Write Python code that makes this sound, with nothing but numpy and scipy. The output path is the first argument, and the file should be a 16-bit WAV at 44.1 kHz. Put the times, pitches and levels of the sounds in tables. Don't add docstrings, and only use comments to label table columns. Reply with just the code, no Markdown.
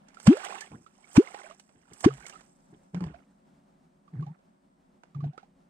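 import sys
import numpy as np
from scipy import signal
from scipy.fft import rfft, irfft
from scipy.io import wavfile
from scipy.ndimage import uniform_filter1d

SR = 44100
rng = np.random.default_rng(int(sys.argv[2]) if len(sys.argv) > 2 else 0)


def store_pcm(level_fs):
    pcm = np.round(np.clip(level_fs, -1, 1) * 32767).astype(np.int16)
    wavfile.write(sys.argv[1], SR, np.atleast_2d(pcm).T)


N = 250929
T = np.arange(N) / SR
FREQ = np.maximum(np.fft.rfftfreq(N, 1 / SR), 1)


def undb(db):
    return 10 ** (np.asarray(db) / 20)


def unit(x):
    return x / np.sqrt(np.mean(x ** 2))


def spectrum(points):
    hz, db = np.transpose(points)
    return undb(np.interp(np.log(FREQ), np.log(np.maximum(hz, 1)), db))


def colour(x, gain):
    return irfft(rfft(x) * gain, N)


def add(out, s, x):
    i = max(int(s * SR), 0)
    out[i:i + len(x)] += x[:max(N - i, 0)]


def hump(x):
    return np.exp(-np.minimum(x ** 2, 20))


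def walk(rate):
    k = int(SR / rate)
    steps = np.repeat(rng.standard_normal(N // k + 1), k)
    return 1.3 * uniform_filter1d(uniform_filter1d(steps, k), k)[:N]


def crackle(rate, spread_db):
    hit = rng.random(N) < rate / SR
    size_db = spread_db * np.minimum(rng.exponential(size=N), 2 * np.e)
    return hit * rng.choice([-1, 1], N) * undb(size_db)


def bubble(hz, decay, glide, onset):
    t = np.arange(int(np.pi * decay * SR)) / SR
    size = np.exp(-(t / decay) ** np.sqrt(2)) * (1 - np.exp(-t / onset))
    return np.sin(2 * np.pi * np.cumsum(hz * 2 ** (glide * t)) / SR) * size


# (t/s of sealing, first f/Hz, final f/Hz, glide/s, nominal level/dB, decay/s, life/s)
CAVITIES = [(.279, 166.5, 782, 0.12, -1.5, 0.03, .064), (1.179, 201, 524, .025, -0.93, 0.018, .034),
            (2.0615, 226, 469.4, .012, -2.5, 0.012, 0.031)]


def plops():
    open_hz, open_share = 95, .1
    draw, seal, burst = .011, .0008, .003
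    out = np.zeros(N)
    for s, first_hz, final_hz, glide, db, decay, life in CAVITIES:
        t = np.arange(-SR // 20, SR // 10) / SR
        age = np.maximum(t, 0)
        sealed = (1 + np.tanh(t / seal / 2)) / 2
        ring_hz = final_hz + (first_hz - final_hz) * np.exp(-age / glide)
        phase = 2 * np.pi * np.cumsum(open_hz + (ring_hz - open_hz) * sealed) / SR
        heave = (1 - sealed) * open_share * np.exp(-(t / draw) ** 2)
        size = heave + sealed * np.exp(-age / decay)
        size = size * (1 - np.tanh((t - life) / burst / 2)) / 2
        add(out, s + t[0], undb(db) * size * np.cos(phase - np.interp(0, t, phase)))
    return out


# (f/Hz, relative level/dB)
TEAR = [(240, -36.5), (400, -8), (935, -2.5), (1220, -9.5), (1490, -7), (1820, -12), (2250, -10),
        (2550, -15), (3070, -13.5), (3870, -24.5), (4440, -17.5), (6150, -19.5), (7990, -19), (9920, -41.5),
        (16000, -59.5)]


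def splash(s, db, rise, decay, tilt_db, tail_db, tail):
    t = np.arange(-SR // 10, 4 * SR // 10) / SR
    before, after = np.maximum(-t, 0), np.maximum(t, 0)
    fade = np.exp(-after / decay) + undb(tail_db) * np.exp(-after / tail)
    burst = np.exp(-before / rise) * fade
    hz = np.fft.rfftfreq(len(t), 1 / SR)
    gain = np.interp(hz, *np.transpose([(f, undb(level)) for f, level in TEAR]))
    gain = gain * undb(tilt_db * np.log2(np.clip(hz, 400, 9000) / 1000))
    spikes = rng.standard_normal(len(t)) ** 3
    sound = undb(db) * burst * unit(irfft(rfft(spikes) * gain, len(t)))
    skip = max(int(-(s + t[0]) * SR), 0)
    out = np.zeros(N)
    add(out, s + t[0], sound[skip:])
    return out


# (t/s, nominal level/dB, rise/s, decay/s, tilt in dB per octave,
# churn level/dB, spray flight/s, falling spray level/dB, fizz level/dB); spray levels before clumping
STROKES = [(0.2722, -15.5, 0.0041, 0.0045, 0, -29, 0.2, -38, -54),
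           (1.169, -17, 0.0053, 0.004, 0, -40, 0.2, -47, -59.5),
           (2.047, -16.5, 0.0039, 0.005, -2, -36, 0.22, -51.5, -60.5)]


def blade():
    return sum(splash(*row[:5], tail_db=-20, tail=.035) for row in STROKES)


# (f/Hz, relative level/dB)
PATTER = [(240, -30.5), (400, 4), (440, -5), (623, -10), (801, -4.5), (925, -9), (1020, -5.5), (1720, -3.5),
          (2820, -6.5), (4040, -10.5), (7000, -18), (9100, -46.5), (15400, -120)]


def beads(cycles, spread_db=4.5, glide=18, count=2400):
    out = np.zeros(N)
    for when, size, chance in rng.random((count, 3)):
        hz = 600 * 6 ** size
        level = undb(-spread_db * np.log(chance + 0.018))
        add(out, when * N / SR, level * bubble(hz, cycles / hz, glide, 1 / hz))
    return unit(colour(out, spectrum(PATTER)))


# (f/Hz, relative level/dB)
FIZZ = [(2940, -36.5), (5000, -8), (5510, -4), (6130, -8), (7940, 0.5), (9010, -5), (9930, -19),
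        (12400, -24), (16000, -40.5)]


def spray():
    entry_patter_db, entry_fizz_db, foam_db = -54.5, -45, -5
    entry_patter_s, entry_fizz_s, churn_s, shower_s, foam_s = .14, .04, .038, .14, .5
    fall, foam = np.zeros(N), np.zeros(N)
    for s, *_, churn_db, flight, shower_db, fizz_db in STROKES:
        away, struck = np.abs(T - s), T >= s
        shower = hump((T - s - flight) / shower_s)
        falling = undb(churn_db) * np.exp(-away / churn_s) + undb(shower_db) * shower
        fall += np.where(struck, falling, undb(entry_patter_db) * np.exp(-away / entry_patter_s))
        fizzing = undb(fizz_db) * (shower + undb(foam_db) * np.exp(-away / foam_s))
        foam += np.where(struck, fizzing, undb(entry_fizz_db) * np.exp(-away / entry_fizz_s))
    drops = undb(-8) * unit(colour(crackle(1500, 3), spectrum(PATTER)))
    drops += undb(-5) * beads(cycles=2.5)
    drops += undb(-3) * beads(cycles=6, count=2600)
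    drops += undb(-10) * beads(cycles=19, spread_db=2, glide=12, count=330)
    pops = np.zeros(N)
    for hz in np.geomspace(3500, 14000, 6):
        pops += colour(crackle(900, 3.3), np.exp(-np.log2(FREQ / hz) ** 2 * 16))
    clumps = undb(1.99 * walk(100))
    return (fall * drops + foam * unit(colour(pops, spectrum(FIZZ)))) * clumps


# (t/s,
# starting f/Hz, level/dB before gain and fade-in, decay/s)
BUBBLES = [(.170, 1330, -37.5, .006), (0.271, 1440, -27, .004), (.346, 498, -29, .018),
           (.368, 592, -27, 0.013), (.524, 1040, -34, .007), (.612, 1660, -35, 0.02),
           (.863, 1290, -39.5, 0.0093), (1.042, 2196, -44.5, 0.0067), (1.167, 2450, -15, .0025),
           (1.215, 492, -33.5, .019), (1.273, 2120, -27, 0.0032), (1.344, 788, -33.5, 0.014),
           (1.437, 590, -41, 0.027), (1.464, 1520, -36, 0.0054), (1.496, 603, -43, 0.027),
           (1.510, 1180, -33, 0.0038), (2.044, 879, -17.5, .008), (2.104, 1205, -35, .01),
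           (2.225, 1630, -41, 0.0046), (2.254, 2100, -37.5, 0.0063), (2.296, 1690, -44, 0.0055),
           (2.334, 1205, -40, 0.0055), (2.325, 2650, -41.5, .005), (2.355, 1260, -36.5, 0.01),
           (3.140, 660, -39, 0.019), (4.078, 1130, -47.5, 0.0088), (4.225, 1070, -40, .011),
           (4.265, 775, -41, 0.028), (5.147, 1180, -39.5, .007), (5.205, 1142, -39.5, .009),
           (5.241, 684, -35.5, 0.0072), (5.331, 710, -45.5, 0.022), (5.377, 1335, -33.5, 0.0093),
           (5.429, 775, -44, 0.0088)]


def bubbles():
    climb = 5.5
    gain_db, flutter_db, pinch_db, pinch_s = 1, 2, -19, .016
    rings, ticks = np.zeros(N), np.zeros(N)
    for s, hz, db, decay in BUBBLES:
        add(rings, s, undb(db) * bubble(hz, decay, climb, decay / 6))
        add(ticks, s, undb(db) * np.exp(-T[:SR // 20] / pinch_s))
    rings = np.interp(T + .00008 * walk(280), T, rings)
    wet_noise = unit(colour(crackle(8000, 1.5), spectrum(PATTER)))
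    return rings * undb(gain_db + flutter_db * walk(250)) + undb(pinch_db) * ticks * wet_noise


# (t/s, nominal level/dB, tilt in dB per octave)
DROPS = [(.085, -48.5, 3), (.146, -47.5, 3), (0.201, -40, 4), (0.372, -39.5, 6), (0.448, -32.5, 13),
         (0.495, -37.5, -4.5), (0.609, -30.5, 5), (1.3447, -35, -1.5), (1.598, -45, 4.5),
         (1.935, -42.5, 12.5), (2.007, -38.5, 7.5), (2.139, -43.5, 4.5), (2.266, -34.5, 5),
         (2.297, -40, 5.5), (2.409, -45.5, 1.5)]


def splats():
    rise, decay = .0011, .0036
    return sum(splash(s, db, rise, decay, tilt_db, tail_db=-20.5, tail=.04) for s, db, tilt_db in DROPS)


# (t/s of the crest, f/Hz before wobble, boom level/dB, slosh level/dB)
GULPS = [(2.952, 169, -31, -38.5), (2.975, 171, -28, -46.5), (3.017, 181, -29, -37),
         (3.039, 174, -29, -45.5), (3.073, 161, -35.5, -44), (3.109, 150, -41, -49),
         (4.146, 155, -33.5, -49.5), (4.173, 107, -36, -53.5), (4.2, 146, -25.5, -50),
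         (4.23, 152, -30.5, -47.5), (4.277, 150, -34, -61), (4.311, 160, -36.5, -64),
         (5.166, 140, -28.5, -52), (5.197, 145, -29.5, -53), (5.237, 139, -25.5, -47.5),
         (5.261, 139, -26.5, -42.5), (5.292, 139, -31.5, -67)]
# (t/s, level/dB, decay/s)
LAPS = [(.718, -41, 0.038), (1.755, -57.5, .04), (1.915, -47, 0.017), (2.733, -47.5, 0.019)]
# (f/Hz, relative level/dB)
SLOSH = [(15, -74), (25, -32.5), (65, -20.5), (151, -12), (301, -16.5), (404, -21), (469, -22),
         (614, -57.5), (695, -25), (981, -31.5), (1140, -38), (1570, -55.5), (9000, -63), (11700, -87.5),
         (19800, -120)]


def hull():
    gulp_rise, gulp_fall, lap_rise, runoff_s = .011, .016, .0045, .12
    spit_db, runoff_db = -10, -16
    boom, wet, laps = np.zeros(N), np.zeros(N), np.zeros(N)
    for s, _, db, wet_db in GULPS:
        push = hump(np.maximum((s - T) / gulp_rise, (T - s) / gulp_fall))
        boom += undb(db) * push
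        wet += undb(wet_db) * push
    for s, db, decay in LAPS:
        laps += undb(db) * np.exp(-np.minimum(np.maximum((s - T) / lap_rise, (T - s) / decay), 20))
    times, pitches = np.transpose(GULPS)[:2]
    hz = np.interp(T, times, pitches) * (1 + .055 * walk(70))
    tone = np.sin(2 * np.pi * np.cumsum(hz) / SR)
    slosh = unit(colour(crackle(3300, 3.5), spectrum(SLOSH)))
    spit = undb(spit_db) * (wet + laps) + undb(runoff_db) * np.interp(T - runoff_s, T, wet)
    return boom * tone + (wet + laps) * slosh + spit * beads(cycles=3.8, count=3600)


# (t/s, nominal level/dB)
SLAPS = [(1.692, -46), (2.9462, -28.5), (3.007, -30.5), (3.0404, -34), (3.066, -44), (4.209, -46.5),
         (4.391, -57), (5.035, -42), (5.379, -41.5)]


def slaps():
    rise, decay, tilt_db = .00031, .002, -2.5
    return sum(splash(s, db, rise, decay, tilt_db, tail_db=-20, tail=.06) for s, db in SLAPS)


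# (t/s, f/Hz, level/dB, half length/s)
KEEL = [(2.111, 136, -35, 0.04), (2.187, 54.5, -55, 0.033), (3.062, 78, -36.5, 0.013),
        (3.13, 66.5, -51, 0.035)]


def thuds():
    out = np.zeros(N)
    for s, hz, db, width in KEEL:
        out += undb(db) * hump((T - s) / width) * np.sin(2 * np.pi * hz * (T - s))
    return out


# (f/Hz, relative level/dB)
RIVER = [(15, -53.5), (25, -17.5), (74, -20.5), (114, -29), (141, -11), (195, -4.5), (236, -9.5),
         (285, -10), (309, -25.5), (363, -14.5), (439, -29), (545, -20), (2550, -39), (8360, -46.5),
         (16000, -63.5)]
# (f/Hz, side against mid level/dB)
RIVER_SIDE = [(60, -5.5), (110, -9), (200, -11.5), (380, -6), (700, 6), (1290, 3.5), (2380, -1),
              (4400, -4.5), (8120, -1.5), (15000, 2)]
# (f/Hz before wobble, level/dB before the hum's trim, waver and swell)
HUM = [(199.2, -74.5), (360.7, -81), (479.1, -89), (559.9, -92.5)]
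# (t/s, level/dB)
SWELL = [(0, 3), (1, -3.5), (1.8, -3.5), (2.4, 1.5), (3.3, 0), (5.69, -1.5)]


def river():
    wash_db, ripple_db, hum_db, waver_db, hiss_db = -64.5, 1.8, -2, 3, -90
    hiss_hz, hiss_width_hz = 8300, 550

    def wash():
        return unit(colour(rng.standard_normal(N), spectrum(RIVER))) * undb(ripple_db * walk(24))

    mid, side = wash(), colour(wash(), spectrum(RIVER_SIDE))
    hum = np.zeros(N)
    for hz, db in HUM:
        phase = 2 * np.pi * np.cumsum(hz * (1 + .005 * walk(30))) / SR
        hum += undb(db + waver_db * walk(4.8)) * np.sin(phase)
    band = 1 / (1 + ((FREQ - hiss_hz) / hiss_width_hz) ** 2)
    hiss = np.array([unit(colour(rng.standard_normal(N), band)) for _ in range(2)])
    background = undb(wash_db) * np.array([mid + side, mid - side])
    background = background + undb(hum_db) * np.sqrt(2) * hum + undb(hiss_db) * hiss
    return background * undb(np.interp(T, *np.transpose(SWELL)))


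def boat(x, echo_db, low_hz, decay=.017):
    response = rng.standard_normal(N) * np.exp(-np.minimum(T / decay, 20)) * (T > .003)
    thin = FREQ ** 2 / (FREQ ** 2 + low_hz ** 2)
    return undb(echo_db) * colour(x, rfft(response) / np.sqrt(np.sum(response ** 2)) * thin)


# (f/Hz, level/dB)
PORT_LEVEL = [(60, -2.5), (300, 2), (480, -2.9), (700, -11), (1000, -16.5), (2400, -16), (4400, -11.5),
              (6000, -7), (8200, -13.5), (13000, -6.5)]
# (f/Hz, phase/rad)
PORT_PHASE = [(0, 0), (300, -.27), (500, -.75), (700, -1.35), (1200, -3.9), (3200, -3.65), (6000, -3.3),
              (8200, -4.6), (15000, -6.2)]


def scene():
    water = plops() + blade() + spray() + bubbles() + splats() + hull() + slaps() + thuds()
    turn = np.exp(1j * np.interp(FREQ, *np.transpose(PORT_PHASE)))
    left = colour(water, spectrum(PORT_LEVEL) * turn)
    left = left + boat(water, echo_db=-16, low_hz=885)
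    right = water + boat(water, echo_db=-17.5, low_hz=836)
    return np.array([left, right]) + river()


def record(dry):
    return signal.sosfilt(signal.ellip(8, .2, 70, 15800, fs=SR, output="sos"), dry)


dry = scene()
out = record(dry)
store_pcm(out)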